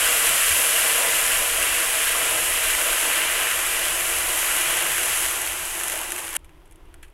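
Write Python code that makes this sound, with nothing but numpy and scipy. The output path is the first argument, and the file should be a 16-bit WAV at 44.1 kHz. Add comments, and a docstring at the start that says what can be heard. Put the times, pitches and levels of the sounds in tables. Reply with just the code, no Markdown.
"""Broth runs into a hot wok of rice and oil: bursting steam bubbles, made of noise and crackle, ring the pan.
As the broth cools the metal, the hiss thins to single spits (short snaps of noise) and gurgles (rising tones).
Then time jumps to a quiet simmer: soft coloured noise with tiny ticks and a few pops.
A gas burner rumbles throughout, made of three narrow noises, with three soft low thuds.
One close microphone: both channels carry the same sound."""
import sys
import numpy as np
from scipy import signal
from scipy.fft import rfft, irfft
from scipy.io import wavfile
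from scipy.ndimage import uniform_filter1d

SR = 44100
rng = np.random.default_rng(int(sys.argv[2]) if len(sys.argv) > 2 else 0)


def dump(signal):
    """Clip the signal to [-1, 1] and save it as 16-bit WAV at the path in sys.argv[1]."""
    limited = np.clip(np.atleast_2d(signal).T, -1, 1)
    pcm = np.round(limited * 32767).astype(np.int16)
    wavfile.write(sys.argv[1], SR, pcm)


N = 314433  # length in samples

# Strength of the sizzle over time: time_s, fine_fizz_db, coarse_over_fine_db
SIZZLE_LEVELS = [(0, -21.5, -2.5), (.7, -20.5, -4.5), (1.1, -22, -2.5), (1.6, -23.5, -3),
                 (3.0, -23.5, -1.5), (3.35, -25.5, 0.2), (4.1, -25, -2.5), (4.42, -24, -2),
                 (4.67, -24, -1.5), (4.85, -25.5, -1), (5.08, -24.5, -3), (5.2, -24, -4.5),
                 (5.5, -29.5, -2), (5.95, -30, -4), (6.08, -32.5, -2.5), (6.2, -33.5, -3.5), (6.3, -36, -1)]
# How deep the broth stands: time_s, depth (0 to 1)
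BROTH_DEPTH = [(0, 0), (1.5, 0.1), (2.8, 0.25), (3.8, 0.43), (5, 0.73), (6.3, 1)]
# Colour of the bubbles through wok and microphone: pitch_hz, level_db (per Hz)
FIZZ_COLOUR = [(800, -28), (1250, -3), (1600, -2), (2300, -2.5), (2850, -0.6), (3200, -2.5), (3600, -8.5),
               (4500, -13.5), (5700, -13), (7100, -8), (9000, -6.5), (11050, -3.5), (11900, -7),
               (13400, -16.5), (15700, -23)]
# Ring of the nearly dry pan: pitch_hz, level_db (per Hz)
SHALLOW_PAN_COLOUR = [(120, -52), (200, -25), (322, -9.5), (398, -15), (438, -8), (466, 0), (512, -6.5),
                      (647, -2.5), (695, -6.5), (806, -8), (865, -13), (921, -10), (1030, -5.5),
                      (1200, -12.5), (1300, -8.5), (1690, -37), (2860, -120)]
# Body of the pan under broth: pitch_hz, level_db (per Hz)
DEEP_PAN_COLOUR = [(120, -54), (200, -15), (285, -11), (335, 4), (430, -5.5), (500, -4.5), (600, -2.5),
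                   (648, -3), (695, -4.5), (730, 0.5), (860, -2.5), (920, -3.5), (1010, -2.5), (1280, -7.5),
                   (1700, -38), (2900, -100)]
# Pitches at which the wok rings: pitch_hz, width_hz, relative_level_db
WOK_MODES = [(270, 10, -9.5), (480, 9.4, -4), (660, 32, 5), (876, 12, 11), (1007, 33, 5.5), (1126, 35, 3.5),
             (1396, 15, 4.5), (1553, 32, 2.5), (1640, 25, 2), (1782, 61, 0.5), (1982, 47, 7),
             (2216, 50, 1.5), (2367, 46, 5), (2606, 61, -1), (2778, 50, 2.5), (2916, 34, -3),
             (3040, 46, -8.5)]
# Loud spits of oil and broth: start_s, level_db, coarse_over_fine_db
OIL_SPITS = [(3.6636, -12, -14), (3.797, -17, -5), (3.851, -12, -5), (4.611, -7.5, -10), (4.7704, -10, -17),
             (5.1726, -10, -15), (5.215, -15, -8), (5.284, -12, -14), (5.311, -15, -9), (5.417, -10, -13),
             (5.6526, -14, -13), (5.7513, -14, -13), (5.8345, -12, -9), (5.874, -15, -12),
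             (5.8814, -10, -11), (5.898, -11, -13), (5.9273, -12, -16), (5.9754, -16, -11),
             (5.9894, -14, -21), (6.014, -18, -10), (6.1045, -18, -12), (6.1195, -9, -13),
             (6.1254, -18, -13), (6.1609, -16, -10), (6.1786, -19, -9), (6.1814, -18, -12),
             (6.1867, -16, -6), (6.1924, -16, -13), (6.2414, -20, -17), (6.2791, -20, -6),
             (6.2901, -17, -15), (6.3054, -19, -15), (6.351, -14, -8), (6.3536, -17, -18),
             (6.3633, -11, -24), (6.3646, -8, -10), (6.3660, -14, -24)]
# Gurgles under the spatula: start_s, start_pitch_hz, level_db, length_cycles
SPATULA_GURGLES = [(5.937, 575, -27, 16), (5.963, 660, -29.5, 14), (6.002, 820, -30, 14),
                   (6.012, 950, -35, 12), (6.088, 336, -37, 20), (6.125, 326, -36, 24)]
# Colour of the seething broth: pitch_hz, level_db (per Hz)
SIMMER_COLOUR = [(120, -30), (210, -22), (325, 2), (430, -9), (520, -10.5), (860, -11.5), (965, -10.5),
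                 (1110, -13.5), (1900, -17), (2790, -19), (3300, -20), (4000, -29), (4900, -30),
                 (7000, -32.5), (10900, -29), (13000, -32), (15700, -38)]
# Pops of the simmer: start_s, level_db, coarse_over_fine_db, fade_s (time to fall 60 dB)
SIMMER_POPS = [(6.3904, -47, -10, .03), (6.4443, -41, -7, 0.065), (6.4921, -48, 0, .025),
               (6.6558, -47, -6, .05), (6.6754, -50, -11, .025), (6.7101, -41, -13, .04),
               (6.7224, -38, -13, 0.029), (6.757, -40, -11, .022), (6.8543, -53, -11, .03),
               (6.941, -32, -9, 0.022), (7.0265, -41, -14, 0.027), (7.0289, -37, 0, 0.1),
               (7.0813, -47, -6, .03), (7.1003, -49, -14, .02)]
# Rumble, drone and hum of the flame: pitch_hz, width_hz, level_db, wander_db, wanders_per_s
BURNER_PARTS = [(23, 21, -46, 2, 3.3), (66.4, 24, -56, 4, 4), (149.7, 28, -56, 2, 4)]
# Soft low thuds: start_s, start_pitch_hz, level_db, length_cycles
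LOW_THUDS = [(.5, 77.5, -29, 7), (3.41, 68, -44, 10), (6.94, 67.6, -47, 22)]

JUMP_S = 6.3695  # when the hot wok gives way to the simmer
SPLIT_HZ = 4800  # border between coarse and fine fizz
# the pan's level at the hottest, and dB it loses for each dB the coarse fizz loses
PAN_DB, PAN_FOLLOWS = -33.5, 0.61
SNAP_RISE_S, SPIT_FADE_S = 0.00109, 0.013  # delay of each snap; time for a spit to fall 60 dB
SIMMER_DB = -55.5
# the hum sinks with the fizz by this share of its dB, and is weaker under the simmer
HUM_FOLLOWS, HUM_CALM_DB = 0.65, -9
DRONE_FULL_DB = 4  # gain of the drone under a full pan
TOP_HZ = 15750  # where the final treble cut begins


def sizzle():
    """Steam hiss and bursting bubbles take the fizz colour, while slower boiling rings the pan below."""
    fine_db, coarse_db = curves(SIZZLE_LEVELS)
    depth = np.clip(curves(BROTH_DEPTH)[0], 0, 1)
    total_db = fine_db + coarse_db
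    pan_db = PAN_DB + PAN_FOLLOWS * (total_db - np.max(total_db))

    # the cooler the pan, the more the hiss breaks up into single bursts
    share = np.minimum(undb(-12.0 - 0.44 * (fine_db - fine_db.max())), 0.9)
    bursts = share * crackle(900.0, 8.7, 0.0085)
    hiss = np.sqrt(1 - share ** 2) * rng.standard_normal((2, N))
    steam = hiss[0] + bursts
    boil = hiss[1] + 0.3 * bursts

    fine, coarse = split(colour(steam, FIZZ_COLOUR))
    fine = unit(fine) * undb(0.19 * walk(12))
    coarse = unit(coarse + undb(-5.0) * ring(coarse, WOK_MODES))
    coarse = unit(coarse + undb(-14.0) * boiling())

    # shallow broth frees smaller bubbles, which brighten the upper edge
    coarse = coarse + 0.24 * (0.4 - depth) * ring(coarse, [(2880, 560, 0.0039)])
    # deep broth fills the lower treble and hollows the valley under it
    lower_treble = 0.4 * ring(fine, [(6460, 570, 0)])
    valley = 0.18 * ring(fine, [(4800, 1400, 0.0022)])
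    fine = fine + (depth - 0.4) * (lower_treble - valley)
    coarse = coarse * undb(coarse_db + 0.55 * walk(9))

    boil = boil + undb(-6.0) * ring(boil, WOK_MODES)
    shallow = unit(colour(boil, SHALLOW_PAN_COLOUR, size=4096))
    deep = unit(colour(boil, DEEP_PAN_COLOUR, size=4096))
    pan = ((1 - depth) * shallow + depth * deep) * undb(pan_db + 1.3 * walk(15))
    return undb(fine_db) * (fine + coarse) + pan


def crackle(per_s, spread_db, fade_s):
    """Random bursting bubbles, mostly small, come in flurries; each leaves a short rustle."""
    flurry = undb(4.0 * walk(25))
    bursting = rng.random(N) < per_s * flurry / SR
    size = bursting * undb(spread_db * np.minimum(rng.exponential(size=N), 3.5))
    decay = np.exp(-np.log(1000) / (fade_s * SR))  # kept from one sample to the next
    tail = signal.lfilter([1], [1, -decay], size)
    clicks = size * np.sign(rng.standard_normal(N))
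    return unit(clicks + 0.3 * tail * rng.standard_normal(N))


def boiling(count=1500):
    """Many ringing bubbles at random times sound across the middle pitches."""
    u = rng.random((count, 4)).T
    start_s = u[0] * N / SR
    pitch_hz = 1100 * 3.58 ** u[1]
    level_db = -3.0 * np.log(u[2] + 0.0095)
    cycles = 6 + 12 * u[3]
    return unit(bubbles(np.transpose([start_s, pitch_hz, level_db, cycles])))


def pops(table):
    """Each pop is a snap followed by a dying spatter of droplets."""
    t = np.arange(int(0.12 * SR)) / SR
    chance = rng.standard_normal((len(table), 2, len(t)))
    fine, coarse = np.zeros((2, N + len(t)))
    for (start_s, level_db, coarse_db, fade_s), (noise, drops) in zip(table, chance):
        spatter = noise * (0.11 + 0.35 * (drops > 2.0))  # a few droplets stand out
        burst = spatter * np.exp(-np.log(1000) * t / max(fade_s, 0.002))
        burst[0] = 1  # the snap
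        i = int((start_s + SNAP_RISE_S) * SR)
        fine[i:i + len(t)] += undb(level_db) * burst
        coarse[i:i + len(t)] += undb(level_db + coarse_db) * burst

    # peaks of a bare click in each part, used to even out the levels
    fine_top, coarse_top = [np.abs(part).max() for part in split(response(FIZZ_COLOUR, 1024))]
    coarse = coarse + undb(-6.5) * ring(coarse, WOK_MODES)
    # the snap is a few quick cycles rather than one edge
    fine = 0.39 * fine + 0.98 * ring(fine, [(9500, 4900, 0)])
    fine_snaps = split(colour(fine, FIZZ_COLOUR))[0] / fine_top
    coarse_snaps = split(colour(coarse, FIZZ_COLOUR))[1] / coarse_top
    snaps = fine_snaps + coarse_snaps
    # snaps are hollow between their two bright bands
    return snaps - 0.38 * ring(snaps, [(5000, 830, 0.004)])


def bubbles(table, glide=0.29):
    """Fading tones: an air bubble's pitch rises as it nears the surface; a negative glide makes it fall."""
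    out = np.zeros(N + SR)
    for start_s, pitch_hz, level_db, cycles in table:
        turns = np.arange(int(2 * cycles / pitch_hz * SR)) * pitch_hz / SR
        fade = np.exp(-3 * turns / cycles) * np.minimum(turns, 1)  # swells over the first cycle
        tone = np.sin(2 * np.pi * turns * (1 + glide * turns / cycles / 2))
        i = int(start_s * SR)
        out[i:i + len(turns)] += undb(level_db) * fade * tone
    return out[:N]


def simmer():
    """The broth seethes softly: coloured noise with tiny ticks."""
    seethe = rng.standard_normal(N) + 0.28 * crackle(120.0, 3.7, 0.012)
    return undb(SIMMER_DB + 1.0 * walk(8)) * unit(colour(seethe, SIMMER_COLOUR, size=4096))


def burner(before):
    """The gas flame rumbles, with a drone and a hum above; each is narrow noise wandering on its own."""
    parts = []
    for pitch_hz, width_hz, level_db, wander_db, rate in BURNER_PARTS:
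        narrow = ring(rng.standard_normal(N), [(pitch_hz, width_hz, 0)])
        narrow = ring(narrow, [(pitch_hz, 1.44 * width_hz, 0)])
        parts.append(unit(narrow) * undb(level_db + wander_db * walk(rate)))
    rumble, drone, hum = parts
    fine_db = curves(SIZZLE_LEVELS)[0]
    hot_hum_db = HUM_FOLLOWS * (fine_db - fine_db.max())
    hum = hum * undb(before * hot_hum_db + (1 - before) * HUM_CALM_DB)
    drone = drone * undb(DRONE_FULL_DB * before * np.clip(curves(BROTH_DEPTH)[0], 0, 1))
    return rumble + drone + hum + bubbles(LOW_THUDS, glide=-0.064)


def ring(x, modes):
    """Resonances: each mode answers most strongly near its own pitch, as struck metal does."""
    out = 0
    for pitch_hz, width_hz, level_db in modes:
        peak = signal.iirpeak(pitch_hz, pitch_hz / width_hz, SR)
        out = out + undb(level_db) * signal.lfilter(*peak, x)
    return out


def split(x):
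    """Fine (treble) and coarse (middle) parts."""
    return [signal.sosfilt(signal.butter(3, SPLIT_HZ, kind, fs=SR, output="sos"), x)
            for kind in ("high", "low")]


def colour(x, points, size=1024):
    """Shape a sound's balance of low and high pitches."""
    return signal.fftconvolve(x, response(points, size))[:N]


def response(points, size):
    """The answer to one click, with the colour of (Hz, dB) points and nothing before the click."""
    hz, db = np.transpose(points)
    grid = np.maximum(np.arange(size // 2 + 1) * SR / size, 1)
    # folding the cepstrum (spectrum of the log spectrum) puts the energy as early as possible
    cepstrum = irfft(np.interp(np.log(grid), np.log(hz), db) * np.log(10) / 20)
    cepstrum[1:size // 2] *= 2
    cepstrum[size // 2 + 1:] = 0
    return irfft(np.exp(rfft(cepstrum)))


def walk(rate):
    """Random wandering: levels held for 1 / rate seconds and smoothed twice, with a spread of 1."""
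    hold = int(SR / rate)
    steps = np.repeat(rng.standard_normal(N // hold + 1), hold)
    return unit(uniform_filter1d(uniform_filter1d(steps, hold), hold)[:N])


def curves(table):
    """Draw straight lines between a table's points in time, one curve for each column."""
    time_s, *columns = np.transpose(table)
    return [np.interp(np.arange(N) / SR, time_s, column) for column in columns]


def undb(db):
    """Turn decibels into a plain multiplier."""
    return 10 ** (np.asarray(db) / 20)


def unit(x):
    """Scale a sound to an average (RMS) level of 1."""
    return x / np.sqrt(np.mean(x ** 2))


def scene():
    """The hot wok gives way to the simmer within a millisecond, over one continuous burner."""
    before = np.clip((JUMP_S - np.arange(N) / SR) / 0.001, 0, 1)
    spits = pops([(*row, SPIT_FADE_S) for row in OIL_SPITS])
    hot = sizzle() + spits + bubbles(SPATULA_GURGLES)
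    calm = simmer() + pops(SIMMER_POPS)
    mono = before * hot + (1 - before) * calm + burner(before)
    return np.array([mono, mono])


def record(dry):
    """A steep filter removes the highest treble."""
    return signal.sosfilt(signal.ellip(10, 0.2, 80, TOP_HZ, fs=SR, output="sos"), dry)


dry = scene()
out = record(dry)
dump(out)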